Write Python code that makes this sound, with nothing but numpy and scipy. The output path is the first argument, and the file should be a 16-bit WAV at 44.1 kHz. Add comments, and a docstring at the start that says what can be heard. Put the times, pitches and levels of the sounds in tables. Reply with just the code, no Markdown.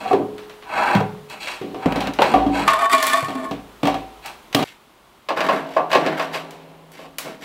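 """A cast iron stove being put together in a log cabin, heard from close by.
First, parts slide in and are knocked home: each blow rings a few iron modes over a dense clatter,
and heavy ones sway the floor. A dragged plate sticks, slips and grinds, then more knocks follow.
At 4.6 s the close sound breaks off; further from the microphone, the flue collar is set down and
shuffled on the stove top. Light ticks, a faint low rumble and background hiss run through both parts."""
import sys
import numpy as np
from scipy import signal
from scipy.fft import rfft, irfft
from scipy.io import wavfile
from scipy.ndimage import map_coordinates

SR = 44100
rng = np.random.default_rng(int(sys.argv[2]) if len(sys.argv) > 2 else 0)


def file_out(sig):
    """Save sig as 16-bit WAV at sys.argv[1]."""
    # one column per channel
    cols = np.atleast_2d(sig).T
    # limit, then scale
    lim = np.clip(cols, -1, 1)
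    pcm = np.round(lim * 32767).astype(np.int16)
    wavfile.write(sys.argv[1], SR, pcm)


N = 328104
TIME = np.arange(N) / SR
BANDS = 40 * np.sqrt(2) ** np.arange(18)  # half-octave centres, f/Hz

# modes of the stove body: f/Hz, level/dB, t60/s before the contact scales it
STOVE_MODES = [(108.7, 7.5, 0.63), (146.5, -0.5, 0.6), (198.7, 0, 0.73), (268, -2, 0.54),
               (285.8, 4.5, 0.43), (336, -6, 0.7), (392, 0.5, 0.4), (422, -8, 1.77), (593, -1.5, 0.053),
               (706, 6, 0.13), (758, 3.5, 0.36), (768, -4, 0.69), (1050, -22, 0.07), (1140, 1.5, 0.23),
               (1205, 1.5, 0.13), (1690, -10, 0.18), (2480, -7, 0.11), (3270, 1.5, .2)]
# modes of the flue collar: same columns
COLLAR_MODES = [(161.4, -5.5, 4.5), (194, -12, 1.1), (272, -5, 2.05), (316.7, -3, 0.95), (402, -23.5, 3.6),
                (551.4, 5, 0.25), (646, 2.5, 0.51), (693, -17.5, 1.7), (730, -9.5, 0.61), (1077, 2.5, 0.22),
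                (1160, -3.5, 0.42), (1684, 1.5, 0.14), (2460, -1, 0.17), (2565, 4, 0.14), (2904, -8, 0.16),
                (4870, 9, 0.095)]
# spectrum of iron rubbing on iron: f/Hz, level/dB
RUB_COLOUR = [(60, -72), (160, -13.5), (450, -9.5), (750, 6), (1150, 10), (1500, -1), (2700, 11),
              (6000, -3), (11000, -4), (16000, -18.5)]


def stove_knocks(bands):
    """Close to the microphone, parts are knocked home and ring the firebox."""
    # t/s, level/dB, thud/dB, thud f/Hz, edge/dB, clatter t60/s, clear modes/dB
    knocks = [(0.054, -24.5, -11, 420, -37, 0.55, 11.5), (0.109, -10, -2, 414, -30, 0.12, 7.5),
              (0.13, -6, 6, 404, -22, 0.16, 2.5), (0.178, -14, 8.5, 323, -52.5, 0.27, -7),
              (0.213, -38.5, 14, 362, -17, 0.55, 15.5), (0.95, -16.5, 18, 180, -6, 0.2, 2),
              (1.003, -16.5, 5.5, 467, -15, 0.16, 6), (1.614, -32.5, 18, 356, -7, 1, 3.5),
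              (1.744, -25.5, 3, 398, -16, 0.66, 3), (1.858, -7.5, 10.5, 260, -20, 0.13, -6),
              (1.922, -16, -1, 193, -10.5, 0.077, -8), (1.958, -16, 7, 253, -11, 0.45, 0),
              (2.005, -21, 4, 227, -3, 0.42, -4), (2.071, -19, 10.5, 260, -7, 0.16, -0.5),
              (2.187, -2.5, -7.5, 273, -29, 0.28, -7.5), (2.219, 2.5, -12, 420, -18, 0.24, -24),
              (2.338, -7.5, -6, 288, -20, 0.72, 8.5), (2.464, -28.5, 12.5, 285, -9, 0.64, 11.5),
              (3.225, -24, 7.5, 150, -26, 0.12, -0.5), (3.283, -24, 0, 270, -8, 0.57, 3),
              (3.511, -22, 9, 258, -9.5, 0.33, 0.5), (3.831, -14.5, 11, 282, -11, 0.32, -0.5),
              (3.853, -18, -14, 280, -6, 0.32, 9), (3.871, -8.5, -12.5, 280, -12.5, 0.32, -6),
              (3.942, -20.5, -2, 296, -10.5, 0.36, 6), (4.547, -6.5, 11, 256, 0, 0.052, -3),
              (4.565, -21, -13, 270, -6, 0.84, 9.5), (4.59, -11.5, 4.5, 259, -13, 0.32, -4),
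              (4.626, -19.5, -3, 160, -4.5, .45, -2)]
    return blows(knocks, STOVE_MODES, bands, level_db=-14.5, modes_db=1, tick_db=-24.5, crack_db=2.5,
                 tail_db=-18, tail_t60=0.94, damping=0.25, rise_s=0.00022, corner_hz=884)


def sliding_parts(bands):
    """Close by, iron slides on iron and rubs the stove into a short ring."""
    # start t/s, end t/s, attack/s, level/dB, grit/dB, groan/dB
    slides = [(0, .13, 0.0033, -30, -8, -2.5), (.63, .96, .15, -15.5, -16, -13.5),
              (1.28, 1.33, 0.019, -33, -3, -10), (1.39, 1.53, 0.022, -35.5, 5.5, -9),
              (1.76, 2.07, 0.065, -27, -15, -18), (2.19, 2.32, 0.016, -23, -7.5, -1),
              (2.5, 2.62, 0.045, -21, -8, -4.5), (4.21, 4.27, 0.036, -31.5, -5, -18)]
    force = undb(-3) * stroke_force(slides)
    return friction(force, STOVE_MODES, RUB_COLOUR, bands, catches_hz=2630, spread_db=4.5, judder_hz=88,
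                    judder_db=0.5, modes_db=-7, freedom=0.34, t60=0.16, waver_s=0.00051)


def grinding_plate(bands):
    """Close by, a plate is pushed along its seat, juddering and bending in pitch."""
    # start t/s, end t/s, attack/s, level/dB, grit/dB, groan/dB
    pushes = [(2.65, 2.759, 0.023, -14.5, -13.5, -50), (2.78, 2.846, 0.038, -16, -13, -27),
              (2.891, 3.192, 0.035, -17, -3, -15.5), (3.269, 3.47, 0.054, -30.5, -10, 0.5)]
    # modes of the plate: f/Hz, level/dB, t60/s
    modes = [(260.8, 6, 0.26), (641, 0, 0.42), (667, -3.5, 0.31), (1075, 6, 0.082), (1101.7, 6, 0.21),
             (1195, 4, 0.12), (1762, 13, 0.053), (1890, -5, 0.087), (2360, 1, 0.1), (2972, -3.5, 0.09),
             (3510, -1.5, 0.071)]
    # spectrum of the gritty seat: f/Hz, level/dB
    grit = [(70, -35), (270, -11.5), (450, -22), (700, 1), (1150, 2.5), (1500, -9), (3000, -4),
            (6000, -9.5), (11000, -13.5), (16000, -21)]
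    force = undb(-1.5) * stroke_force(pushes) * stick_slip()
    return friction(force, modes, grit, bands, catches_hz=2367, spread_db=5.5, judder_hz=147.8,
                    judder_db=5, modes_db=3.5, freedom=1, t60=0.11, waver_s=0.001,
                    bend=pitch_bend(pushes))


def collar_clanks(bands):
    """Further off, the collar lands and rocks; the long tail is mostly the stove top humming on."""
    # t/s, level/dB, thud/dB, edge/dB
    clanks = [(5.287, -12.5, -10, -7.5), (5.303, -7.5, -4.5, -20), (5.372, -10.5, -14, -12.5),
              (5.405, -7, -13, -10.5), (5.487, -0.5, -8, -18), (5.764, 0, -9, -25.5), (5.795, -13, 0, -27),
              (5.915, -14.5, -11, -2.5), (5.929, -5.5, -10, -7), (5.949, 0, 0, -12.5),
              (6.062, -10.5, 3, -7.5), (6.196, -9.5, -9, -11.5), (6.343, -15.5, -6, -6.5),
              (6.99, -29, 4, -12), (7.042, -28.5, 4, -35), (7.266, -25.5, 7, -26)]
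    thud_hz, t60 = 371, 0.31
    landings = [(s, db, thud_db, thud_hz, edge_db, t60, 0) for s, db, thud_db, edge_db in clanks]
    return blows(landings, COLLAR_MODES, bands, level_db=-16, modes_db=2.5, tick_db=-27, crack_db=-2,
                 tail_db=-19.5, tail_t60=3.28, damping=1, rise_s=0.00054, corner_hz=1030)


def collar_shuffles(bands):
    """Further off, the collar scrapes over the stove top in short strokes."""
    # start t/s, end t/s, attack/s, level/dB, grit/dB, groan/dB
    shuffles = [(4.64, 4.69, 0.0074, -56, 19, -14), (5.355, 5.57, 0.013, -20, -9.5, -0.5),
                (5.64, 5.77, 0.066, -51, 14, -58), (5.89, 5.96, 0.014, -20, -8.5, -9),
                (5.98, 6.14, 0.06, -22, -16, 2), (6.16, 6.23, 0.019, -24.5, -6, -15),
                (6.31, 6.36, 0.025, -25.5, -0.5, -8), (6.9, 7.04, 0.037, -44.5, 5, 3.5),
                (7.2, 7.3, 0.046, -34.5, -1, 4.5), (7.39, 7.44, 0.06, -29.5, 5, 5)]
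    force = undb(-8) * stroke_force(shuffles)
    return friction(force, COLLAR_MODES, RUB_COLOUR, bands, catches_hz=1197, spread_db=4, judder_hz=70.6,
                    judder_db=0.5, modes_db=-15.5, freedom=1, t60=0.11, waver_s=0.000281)


def blows(table, modes, bands, level_db, modes_db, tick_db, crack_db, tail_db, tail_t60,
          damping, rise_s, corner_hz):
    """Heavy contacts thud, hard corners add edge and tick; a firm grip shortens the ring."""
    # spectrum of the crowded modes under a blow: f/Hz, level/dB per half octave
    iron = [(40, -21), (75, -75), (130, 12.5), (270, -1), (480, 5.5), (800, 2), (1150, -6.5), (1500, -4),
            (3000, 6), (5500, 4.5), (14000, 11)]
    out = np.zeros(N)
    for s, db, thud_db, thud_hz, edge_db, t60, share_db in table:
        # the place that is struck favours the low modes round one pitch
        thud = [(thud_hz / 4, min(thud_db - 31, -14)), (thud_hz / 1.2, thud_db - 9),
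                (thud_hz, thud_db), (min(thud_hz * 1.34, 600), thud_db / 2 - 9.5)]
        contact = thud + [(750, 0), (corner_hz, -1), (3000, edge_db), (11000, edge_db + tick_db)]
        sound = undb(modes_db + share_db) * ring(modes, contact, np.sqrt(t60 / 0.44), scatter_db=0)
        gains = colour(contact, BANDS) * colour(iron, BANDS)
        sound[:SR] += clatter(bands, gains, t60, damping, crack_db, tail_db, tail_t60)
        # blunt and heavy contacts push for longer
        push_s = rise_s * (1 + undb(-edge_db - 18) + undb(thud_db - 18.5))
        sound *= 1 - np.exp(-np.arange(len(sound)) / SR / push_s)
        add(out, s, undb(db + level_db) * sound)
    return out


def friction(force, modes, surface, bands, catches_hz, spread_db, judder_hz, judder_db, modes_db,
             freedom, t60, waver_s, bend=0):
    """Rough spots catch at random, in judders; every catch is a tiny blow that rings the iron."""
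    caught = rng.random(N) < catches_hz / SR
    catches = caught * undb(spread_db * rng.standard_normal(N)) * rng.choice([-1, 1], N)
    catches = unit(catches * undb(judder_db * wander(judder_hz)))
    body = undb(modes_db) * ring(modes, surface, freedom, scatter_db=0.5)[:SR]
    body += clatter(bands, colour(surface, BANDS), t60, damping=1.8, crack_db=3, tail_db=-16, tail_t60=1)
    rub = filtered(body, [480, 1800], "band", order=3)
    grit = filtered(body, 1640, "high", order=4)
    groan = filtered(body, 474, "low", order=4)
    sound = sum(signal.fftconvolve(catches * strength, part / np.linalg.norm(part))[:N]
                for strength, part in zip(force, (rub, grit, groan)))
    # the moving contact loads the plate, so its pitches waver
    warped_time = TIME + bend + waver_s * wander(14)
    return map_coordinates(sound, [warped_time * SR], order=3)


def stroke_force(strokes):
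    """Strength of the rub, its grit and its groan: each stroke gathers speed, holds and dies away."""
    release_db_per_s = 218
    force = np.zeros((3, N))
    for start, end, attack_s, db, grit_db, groan_db in strokes:
        attack = np.clip((TIME - start) / attack_s, 0, 1) ** 2
        release = undb(-release_db_per_s * np.maximum(TIME - end, 0))
        force += undb([[db], [db + grit_db], [db + groan_db]]) * attack * release
    return force


def stick_slip():
    """The plate sticks, then lets go: the force jumps for a moment."""
    # t/s, surge of force/dB
    jerks = [(2.681, 9), (2.704, -2.5), (2.717, 8.5), (2.736, 8), (2.758, 7.5), (2.794, 7), (2.861, 6.5),
             (2.937, 5.5), (3.136, -5)]
    gain, surge_s = np.ones(N), 0.012
    for s, db in jerks:
        add(gain, s - surge_s / 2, undb(db) * signal.windows.hann(int(surge_s * SR)))
    return gain


def pitch_bend(pushes, share=0.038, settle_s=0.067):
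    """Seconds gained by the plate's ring: every push bends it sharp, then it settles."""
    sharp = sum(share * (TIME > start) * np.exp(-abs(TIME - start) / settle_s) for start, *_ in pushes)
    return np.cumsum(sharp) / SR


def ring(modes, contact, freedom, scatter_db):
    """Clear modes as damped sines: the contact's spectrum weights them, freedom scales their t60."""
    out = np.zeros(3 * SR)
    for hz, db, t60 in modes:
        t = np.arange(int(min(t60 * freedom, 2) * 1.5 * SR)) / SR
        size = colour(contact, hz) * undb(db + scatter_db * rng.standard_normal()) * rng.choice([-1, 1])
        out[:len(t)] += size * fade(t, t60 * freedom) * np.sin(2 * np.pi * hz * t)
    return out


def clatter(bands, gains, t60, damping, crack_db, tail_db, tail_t60):
    """Crowded modes struck once: a crack, a ring dying sooner in the treble, the iron's long tail."""
    t = np.arange(SR, dtype=np.float32) / SR
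    start, out = rng.integers(SR), np.zeros(SR)
    for hz, band, gain in zip(BANDS, bands, gains):
        age = t * (1 + damping * np.sqrt(hz / 3000))
        crack = undb(crack_db) * (1 + hz / 9000) * fade(age, 0.024)
        tail = undb(tail_db) * fade(age, tail_t60)
        swell = 1 - np.exp(-t * hz)  # low modes need a cycle or so to get going
        out += gain * swell * band[start:start + SR] * (crack + fade(age, t60) + tail)
    return out


def crowded_modes():
    """Two seconds of noise in each half octave: modes too close together to tell apart."""
    edges = 2 ** np.array([-0.25, 0.25])
    bands = [filtered(rng.standard_normal(3 * SR), hz * edges, "band", order=3) for hz in BANDS]
    return np.array([unit(band[SR:]) for band in bands], np.float32)


def ticks_and_cracks(bands):
    """Light ticks, and the sharp crack at the start of some knocks and jerks: all edge, no weight."""
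    # t/s, level/dB, top treble/dB
    ticks = [(0.381, -28, -20), (0.434, -38, -23), (0.496, -29, -22), (0.624, -28, -37), (1.299, -31, -8),
             (1.472, -14.5, -33), (2.136, -24.5, -12.5), (2.188, -9.5, -63), (2.68, -6, -23),
             (3.027, -12, -3.5), (3.068, -16.5, 0.5), (4.26, -25, -5.5), (4.528, -21.5, -16),
             (4.549, -26.5, 7), (6.508, -32, -8.5), (6.918, -45.5, 6), (7.184, -18.5, 0)]
    out = np.zeros(N)
    for s, db, treble_db in ticks:
        gains = colour([(100, -54), (600, -6.5), (3000, -1), (11000, treble_db)], BANDS)
        tick = clatter(bands, gains, t60=0.34, damping=1, crack_db=11, tail_db=2, tail_t60=0.98)
        add(out, s, undb(db - 24.5) * tick)
    return out


def floor_boom(hz=53, build_s=0.2, t60=0.8):
    """The stove rocks on the springy floor: a deep note that builds slowly."""
    # heavy blows: t/s, level/dB
    booms = [(1.86, -25), (2.34, -18), (3.51, -36), (3.85, -30)]
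    out, t = np.zeros(N), np.arange(2 * SR) / SR
    for s, db in booms:
        add(out, s, undb(db) * (t / build_s) ** 0.5 * fade(t, t60) * np.sin(2 * np.pi * hz * t))
    return out


def background_noise():
    """Faint low rumble and steady background hiss."""
    # f/Hz, spectral level/dB
    spectrum = [(15, -29.5), (25, -4), (46, -7), (91, -14.5), (107, -14.5), (378, -8.5), (457, -13),
                (1080, -10), (1800, -19.5), (3340, -20), (5580, -29.5), (15500, -33)]
    noise = irfft(rfft(rng.standard_normal(N)) * colour(spectrum, np.fft.rfftfreq(N, 1 / SR)), N)
    return unit(noise) * undb(-51.5 + 0.5 * wander(3.1))


def wander(hz):
    """A new random value hz times a second, joined by straight lines."""
    return np.interp(TIME * hz, np.arange(4000), rng.standard_normal(4000))


def undb(db):
    """Decibels to gain."""
    return 10 ** (np.asarray(db) / 20)


def colour(points, hz):
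    """Gain of a spectrum (f/Hz, level/dB) at the given frequencies."""
    at, db = np.transpose(points)
    return undb(np.interp(np.log(np.maximum(hz, 1)), np.log(at), db))


def fade(t, t60):
    """Decay by 60 dB in t60 seconds."""
    return np.exp(-np.log(1000) * t / np.maximum(t60, .004))


def filtered(x, hz, kind, order=2):
    """Butterworth filter."""
    return signal.sosfilt(signal.butter(order, hz, kind, fs=SR, output="sos"), x)


def unit(x):
    """Scale to rms 1."""
    return x / np.sqrt(np.mean(x ** 2))


def add(track, s, sound):
    """Mix a sound in at time s."""
    i = max(int(s * SR), 0)
    track[i:i + len(sound)] += sound[:N - i]


def scene():
    """Two distances, in mono: the close sound breaks off in mid-ring and the farther one follows."""
    bands, background = crowded_modes(), background_noise()
    near = stove_knocks(bands) + sliding_parts(bands) + grinding_plate(bands) + floor_boom()
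    near += undb(4.5) * background
    far = collar_clanks(bands) + collar_shuffles(bands) + background
    break_s, crossfade_s = 4.643, 0.004
    close = np.clip((break_s - TIME) / crossfade_s, 0, 1)
    return (close * near + (1 - close) * far + ticks_and_cracks(bands))[None]


def record(dry):
    """The deepest bass is cut, the loudest peaks are rounded off and the top is cut."""
    bass_hz, top_hz = 42, 15700
    rounded = 1.34 * np.tanh(filtered(dry, bass_hz, "high") / 1.289)
    return signal.sosfilt(signal.ellip(10, .2, 80, top_hz, fs=SR, output="sos"), rounded)


dry = scene()
out = record(dry)
file_out(out)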